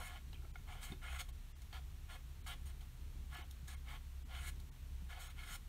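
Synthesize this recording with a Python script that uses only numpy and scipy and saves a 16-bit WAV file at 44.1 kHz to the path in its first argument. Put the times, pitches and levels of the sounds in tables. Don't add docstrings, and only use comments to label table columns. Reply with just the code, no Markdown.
import sys
import numpy as np
from scipy import signal
from scipy.fft import rfft, irfft, next_fast_len
from scipy.io import wavfile
from scipy.ndimage import uniform_filter1d, map_coordinates

SR = 44100
rng = np.random.default_rng(int(sys.argv[2]) if len(sys.argv) > 2 else 0)


def inscribe(sig):
    pcm = np.round(np.clip(np.atleast_2d(sig).T, -1, 1) * 32767)
    wavfile.write(sys.argv[1], SR, pcm.astype(np.int16))


def boost_factor(decibels):
    exponent = np.asarray(decibels, float) / 20
    return 10 ** exponent


N = 250652


def unit(x):
    return x / np.sqrt(np.mean(x ** 2) + 1e-20)


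def along(points, hz):
    f, level_db = np.transpose(points)
    return boost_factor(np.interp(np.log(hz + 1), np.log(f + 1), level_db))


def wobble(rate):
    knots = rng.standard_normal(int(N * rate / SR) + 4)
    return map_coordinates(knots, [np.arange(N) * rate / SR])


def filtered(x, response):
    m = next_fast_len(N + SR // 2)
    return irfft(rfft(x, m) * response(np.fft.rfftfreq(m, 1 / SR)), m)[..., :N]


def modes(table, f):
    return sum(boost_factor(db) * 1j * f * w / (c * c - f * f + 1j * f * w) for c, w, db in table)


# (frequency [Hz], width [Hz], level [dB])
BARREL_MODES = [(532.6, 19, -4), (750, 89, -2.5), (1099, 36, 1.5), (1306, 26, 1), (1400, 53, -0.5),
                (1714, 50, -1), (2134, 160, -1.5), (2515, 18, -2.5), (3052, 310, -3.5), (3330, 97, -5.5),
                (4265, 68, -4.5)]
# (frequency [Hz], level [dB])
BROAD_SCRAPE = [(400, -37.5), (700, -1.5), (1500, -11), (2500, -16.5), (3800, -7), (5000, -51), (8000, -22)]


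def barrel(f):
    return modes(BARREL_MODES, f) + along(BROAD_SCRAPE, f)


# (frequency [Hz], density [dB per Hz])
FELT_SPECTRUM = [(2500, -30), (3500, -3), (4400, -1.5), (4850, -16.5), (5450, -2.5), (5900, -13.5),
                 (6500, -1.5), (8000, -10), (8700, -3), (10500, -7.5), (13500, -7), (14500, -13),
                 (15600, -7.5)]


def felt(f):
    return along(FELT_SPECTRUM, f)


def fibres(spread_db, clump_db, patchy_db):
    clumping = clump_db * wobble(180) + clump_db * wobble(40)
    size = boost_factor(spread_db * rng.exponential(size=N) + clumping)
    spectrum = signal.stft(size * rng.standard_normal(N), nperseg=512)[2]
    patches = uniform_filter1d(rng.standard_normal(spectrum.shape), size=3, axis=0)
    patches = uniform_filter1d(patches, size=9, axis=1)
    return unit(signal.istft(spectrum * boost_factor(patchy_db * unit(patches)), nperseg=512)[1][:N])


# (start [s], length [s], pressure [dB], speed at start [dB], speed at end [dB])
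STROKES = [(-.02, .095, -59.5, 1.5, 6), (0.077, 0.098, -58, 0.5, -12), (0.665, 0.06, -58, -11, -5),
           (0.721, 0.08, -61, -3, -18), (0.798, .035, -59.5, -5.5, 9), (.835, 0.097, -62, 10.5, -9),
           (1.011, 0.11, -55.5, -6.5, 1), (1.122, 0.046, -54.5, 1.5, 4.5), (1.181, 0.027, -56, 10, 13.5),
           (1.721, 0.06, -55.5, -1.5, -19), (2.081, 0.077, -59, -4, -4), (2.46, 0.074, -55, 10.5, -3),
           (2.651, 0.058, -68, 4.5, -8), (3.299, 0.054, -58, -8, 1.5), (3.353, 0.078, -58.5, 5.5, -15),
           (3.672, 0.074, -64, 9, -1.5), (3.853, 0.056, -58.5, -13, -3), (3.909, 0.058, -57, 0.5, -14.5),
           (4.279, 0.072, -57.5, -13, -11), (4.328, 0.162, -57.5, -8, 9.5), (5.086, 0.098, -58, -0.5, -16),
           (5.188, 0.12, -63, 7.5, -2), (5.356, 0.08, -58, -9, -3.5), (5.434, 0.12, -60, -4.5, 12.5)]
# (time [s], upright [dB], grip [dB])
HOLD = [(0, 11.5, -5), (.07, -0.5, -3.5), (.18, 2, 3), (.7, 6, -2), (.84, 0, 3), (1.16, -2, -7),
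        (1.2, 3, 8), (2.12, 5, 2.5), (2.5, -0.5, 2.5), (3.34, -2.5, 1), (3.4, 4, 2), (3.93, 2, 3.5),
        (4.31, 2, 4), (4.45, -7, -4.5), (5.1, 1.5, 1.5), (5.25, 2, 3), (5.42, -5, 1), (5.56, 0.5, 1.5)]
LAND_S, LIFT_S = 0.023, 0.019
LAND_SHORTENS, LAND_BEND = 0.36, 0.82
LOW_DB, UPPER_DB = -6, -6.5
LOW_GROWS, SCRAPE_GROWS, UPPER_GROWS = 0.13, 0.33, 0.32
FELT_DB = -63.5


def stroke_gains():
    t, gains = np.arange(N) / SR, np.zeros((4, N))
    hold_s, upright, grip = np.transpose(HOLD)
    upright_db = np.interp(t, hold_s, upright)
    grip_db = np.interp(t, hold_s, grip)
    for start, length, pressure_db, first_db, last_db in STROKES:
        land_s = LAND_S * boost_factor(-LAND_SHORTENS * first_db)
        land = np.clip((t - start) / land_s, 0, 1) ** LAND_BEND
        lift = np.clip(1 - (t - start - length) / LIFT_S, 0, 1)
        speed_db = np.interp(t, [start, start + length], [first_db, last_db])
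        low_db = pressure_db + LOW_DB + LOW_GROWS * speed_db + upright_db
        middle_db = pressure_db + SCRAPE_GROWS * speed_db
        upper_db = pressure_db + UPPER_DB + UPPER_GROWS * speed_db + grip_db
        gains += land * lift * boost_factor((low_db, middle_db, upper_db, FELT_DB + speed_db))
    return gains


# (frequency [Hz], width [Hz], level [dB])
HISS_MODES = [(6860, 180, -11), (7910, 140, 0.5), (8670, 270, -5), (9740, 210, -9), (11080, 130, -9)]


def marker():
    *body_gains, hiss_gain = stroke_gains()
    slips = fibres(spread_db=2, clump_db=.8, patchy_db=1.3)
    under = lambda f, hz: 1 / (1 + (f / hz) ** 10)
    bands = (lambda f: barrel(f) * under(f, 1205),
             lambda f: barrel(f) * (under(f, 2804) - under(f, 1212)),
             lambda f: barrel(f) * (1 - under(f, 2530)))
    scrape = np.zeros(N)
    for gain, band in zip(body_gains, bands):
        scrape += filtered(gain * slips, band) / np.std(filtered(slips, band))
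    fine_slips = fibres(spread_db=1.0, clump_db=-0.46, patchy_db=3.0)
    hiss = unit(filtered(fine_slips, lambda f: felt(f) * (0.59 + 1.5 * modes(HISS_MODES, f))))
    return scrape + hiss_gain * hiss


# (time [s], level [dB])
MACHINE_LOAD = [(0.0, -48), (0.09, -68), (0.17, -52), (0.3, -50), (0.33, -54.5), (1.0, -57.5),
                (1.14, -42.5), (1.34, -59), (1.74, -58.5), (1.79, -49), (2.2, -67), (2.24, -48),
                (2.56, -74.5), (2.62, -51), (4.44, -51), (4.89, -58), (5.01, -49), (5.68, -65.5)]
HUM_HZ = 32.47
FIRST_DB, FIRST_SWAY_DB, SECOND_SWAY_DB = -54.5, 2, 2.4


def hum():
    s, second_db = np.transpose(MACHINE_LOAD)
    t = np.arange(N) / SR
    turn = 2 * np.pi * HUM_HZ * t
    load_db = np.interp(t, s, second_db)
    first = boost_factor(FIRST_DB + FIRST_SWAY_DB * wobble(7)) * np.sin(turn + 0.39 * wobble(3.88))
    second = boost_factor(load_db + SECOND_SWAY_DB * wobble(7)) * np.sin(2 * turn + 0.82 * wobble(6))
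    fourth_db = -72 + 0.55 * (load_db - load_db.mean()) + 3.0 * wobble(6)
    fourth = boost_factor(fourth_db) * np.sin(4 * turn + 1.74 * wobble(8))
    return np.sqrt(2) * (first + second + fourth)


# (frequency [Hz], density [dB per Hz])
AIR_SPECTRUM = [(12, -31), (20, 9), (75, 0.5), (84, -1), (92, -13), (141, -13), (176, -24), (225, -24.5),
                (248, -25), (303, -29.5), (426, -34), (575, -44), (600, -43), (780, -59), (1320, -120)]
# (frequency [Hz], density [dB per Hz])
MIC_SPECTRUM = [(300, -18), (450, -9.5), (800, -4), (1500, -5), (3000, -5.5), (4200, -7), (4900, -12.5),
                (5600, -9.5), (8000, -11.5), (12000, -12), (14000, -12), (15600, -14.5)]
RUMBLE_DB, AIR_DB, HISS_DB = -56.5, -62.5, -67.5


def room():
    deep = lambda f: 1 / (1 + (f / 92) ** 8)
    low_cut = lambda f: 1 / (1 + (48 / (f + 1)) ** 3)
    noise = boost_factor(1.72 * wobble(6.076)) * rng.standard_normal(N)
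    rumble = unit(filtered(noise, lambda f: along(AIR_SPECTRUM, f) * deep(f) * low_cut(f)))
    air = unit(filtered(noise, lambda f: along(AIR_SPECTRUM, f) * (1 - deep(f))))
    hiss = unit(filtered(rng.standard_normal(N), lambda f: along(MIC_SPECTRUM, f)))
    moving_air = boost_factor(RUMBLE_DB) * rumble + boost_factor(AIR_DB + 0.49 * wobble(1.65)) * air
    return moving_air + boost_factor(HISS_DB + 0.059 * wobble(1.9)) * hiss


# (time [s], peak [dB], frequency [Hz], t60 [s])
TAPS = [(.330, -46.5, 3950, 0.0094), (0.331, -52, 2860, .02), (.331, -51, 1020, 0.013),
        (.422, -61, 1400, .03), (.434, -60, 810, .03), (0.447, -54.5, 1335, 0.03),
        (.452, -54.5, 644, 0.029), (.452, -61, 2210, 0.022), (.557, -47.5, 2160, 0.027),
        (0.556, -46.5, 1412, 0.035), (.558, -49.5, 750, 0.03), (.582, -60, 6460, .02),
        (.921, -44.5, 3630, 0.025), (.921, -64, 1400, 0.026), (1.728, -55, 1700, 0.036),
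        (3.511, -60, 3340, .03), (3.682, -51.5, 1690, 0.048), (5.093, -60, 1660, 0.035)]
# (time [s], peak [dB], bright part re peak [dB], t60 [s])
CRACKS = [(0.33, -43.5, -18, 0.041), (0.558, -44, -27, 0.041), (0.921, -38.5, -30, 0.04),
          (1.288, -44.5, -7, 0.047), (1.619, -51, -1, 0.037), (1.728, -37, -37, 0.046),
          (2.808, -49, -12, 0.16), (3.51, -52.5, 7, 0.03), (3.681, -45, 0, 0.025), (4.559, -55, -4, 0.039),
          (4.599, -51, -2.5, 0.045)]


def ticks():
    dull, bright, rings = np.zeros((3, N + SR))
    t = np.arange(SR // 10) / SR
    fade = lambda db, t60: boost_factor(db - 60 * t / t60) * (1 - np.exp(-t / 0.00029))
    for s, db, hz, t60 in TAPS + creak():
        rings[round(s * SR):][:len(t)] += fade(db, t60) * np.sin(2 * np.pi * hz * t)
    puffs = rng.standard_normal((len(CRACKS), 2, len(t)))
    for (s, db, bright_db, t60), puff in zip(CRACKS, puffs):
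        dull[round(s * SR):][:len(t)] += 0.67 * fade(db, t60) * puff[0]
        bright[round(s * SR):][:len(t)] += 1.3 * fade(db + bright_db, t60) * puff[1]
    return rings[:N] + filtered(dull[:N], barrel) + filtered(bright[:N], felt)


CREAK_S, CREAK_DB, CREAK_HZ, CREAK_T60 = .343, -47, 2780, .013
SLIP_GAP_S, SLIP_LOSS_DB, SLIP_SAG_HZ, SLIP_SCATTER_HZ = .009, 3, 55, 170


def creak():
    slips = []
    for k, (late, off) in enumerate(rng.standard_normal((5, 2))):
        s = CREAK_S + SLIP_GAP_S * (k + 0.15 * late)
        hz = CREAK_HZ - SLIP_SAG_HZ * k + SLIP_SCATTER_HZ * off
        slips.append((s, CREAK_DB - SLIP_LOSS_DB * k, hz, CREAK_T60))
    return slips


# (time [s], peak [dB], ring [Hz], t60 [s])
THUMPS = [(.44, -60, 365, 0.089), (0.597, -60.5, 188, 0.098), (0.902, -49, 144, 0.11),
          (0.917, -44.5, 207, 0.062), (0.935, -60, 228, .06), (.922, -52.5, 370, 0.13),
          (0.925, -57, 293, 0.11), (3.386, -57.5, 349, .12), (3.628, -51, 150, 0.11),
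          (4.248, -61, 230, 0.19), (5.022, -48.5, 170, 0.086), (5.272, -72, 180, .1)]


def thumps():
    out, t = np.zeros(N + SR), np.arange(SR // 4) / SR
    for s, db, hz, t60 in THUMPS:
        fade = boost_factor(db - 60 * t / t60) * (1 - np.exp(-t / 0.0014))
        ring = np.sin(2 * np.pi * hz * t) + 0.67 * np.sin(2 * np.pi * 0.925 * hz * t)
        out[round(s * SR):][:len(t)] += fade * ring
    return out[:N]


def walls(x):
    t = np.arange(SR // 4) / SR
    tail = rng.standard_normal(len(t)) * boost_factor(-60 * t / 0.18)
    return signal.fftconvolve(x, tail / np.linalg.norm(tail))[:N]


def scene():
    near = marker() + ticks() + thumps()
    return (near + boost_factor(-10.0) * walls(near) + hum() + room())[None]


# (frequency [Hz], width [Hz], depth [0-1])
PORT_NOTCH = (10380, 130, .85)
TOP_HZ = 15720


def microphone(x):
    hz, width, depth = PORT_NOTCH
    return filtered(x, lambda f: (f < TOP_HZ) * (1 - depth / (1 + ((f - hz) / width) ** 2)))


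# (time [s], lowest frequency [Hz], share of bands lost below 3300 Hz, .2 more above [0-1],
# half length [s])
GAPS = [
    (.528, 400, .65, .011),
    (1.318, 600, .45, .008),
    (1.539, 450, .6, .018),
    (2.432, 4500, .65, .009),
    (3.36, 3300, .35, .008),
    (3.432, 3500, .6, .009),
    (3.758, 500, .5, .009),
    (4.243, 500, .6, .011),
    (4.707, 1200, .6, .01),
    (5.29, 600, .4, .009),
]


def spectral_gaps(x):
    out, reach = x.copy(), 2048
    t, f = np.arange(-reach, reach) / SR, np.fft.rfftfreq(2 * reach, 1 / SR)
    band = (56 * np.log10(1 + f / 900)).astype(int)
    draws = rng.uniform(size=(len(GAPS), 80))
    for (s, low_hz, share, half), draw in zip(GAPS, draws):
        near = slice(round(s * SR) - reach, round(s * SR) + reach)
        silent = (f > low_hz) * (draw[band] < share + .2 * (f > 3300))
        lost = irfft(rfft(x[:, near]) * silent)
        out[:, near] -= .95 * np.exp(-np.abs(t / half) ** 3) * lost
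    return out


def top_cut(x):
    return signal.sosfilt(signal.butter(12, 15700, fs=SR, output="sos"), x)


def record(dry):
    mix = spectral_gaps(microphone(dry))
    return top_cut(mix)


dry = scene()
out = record(dry)
inscribe(out)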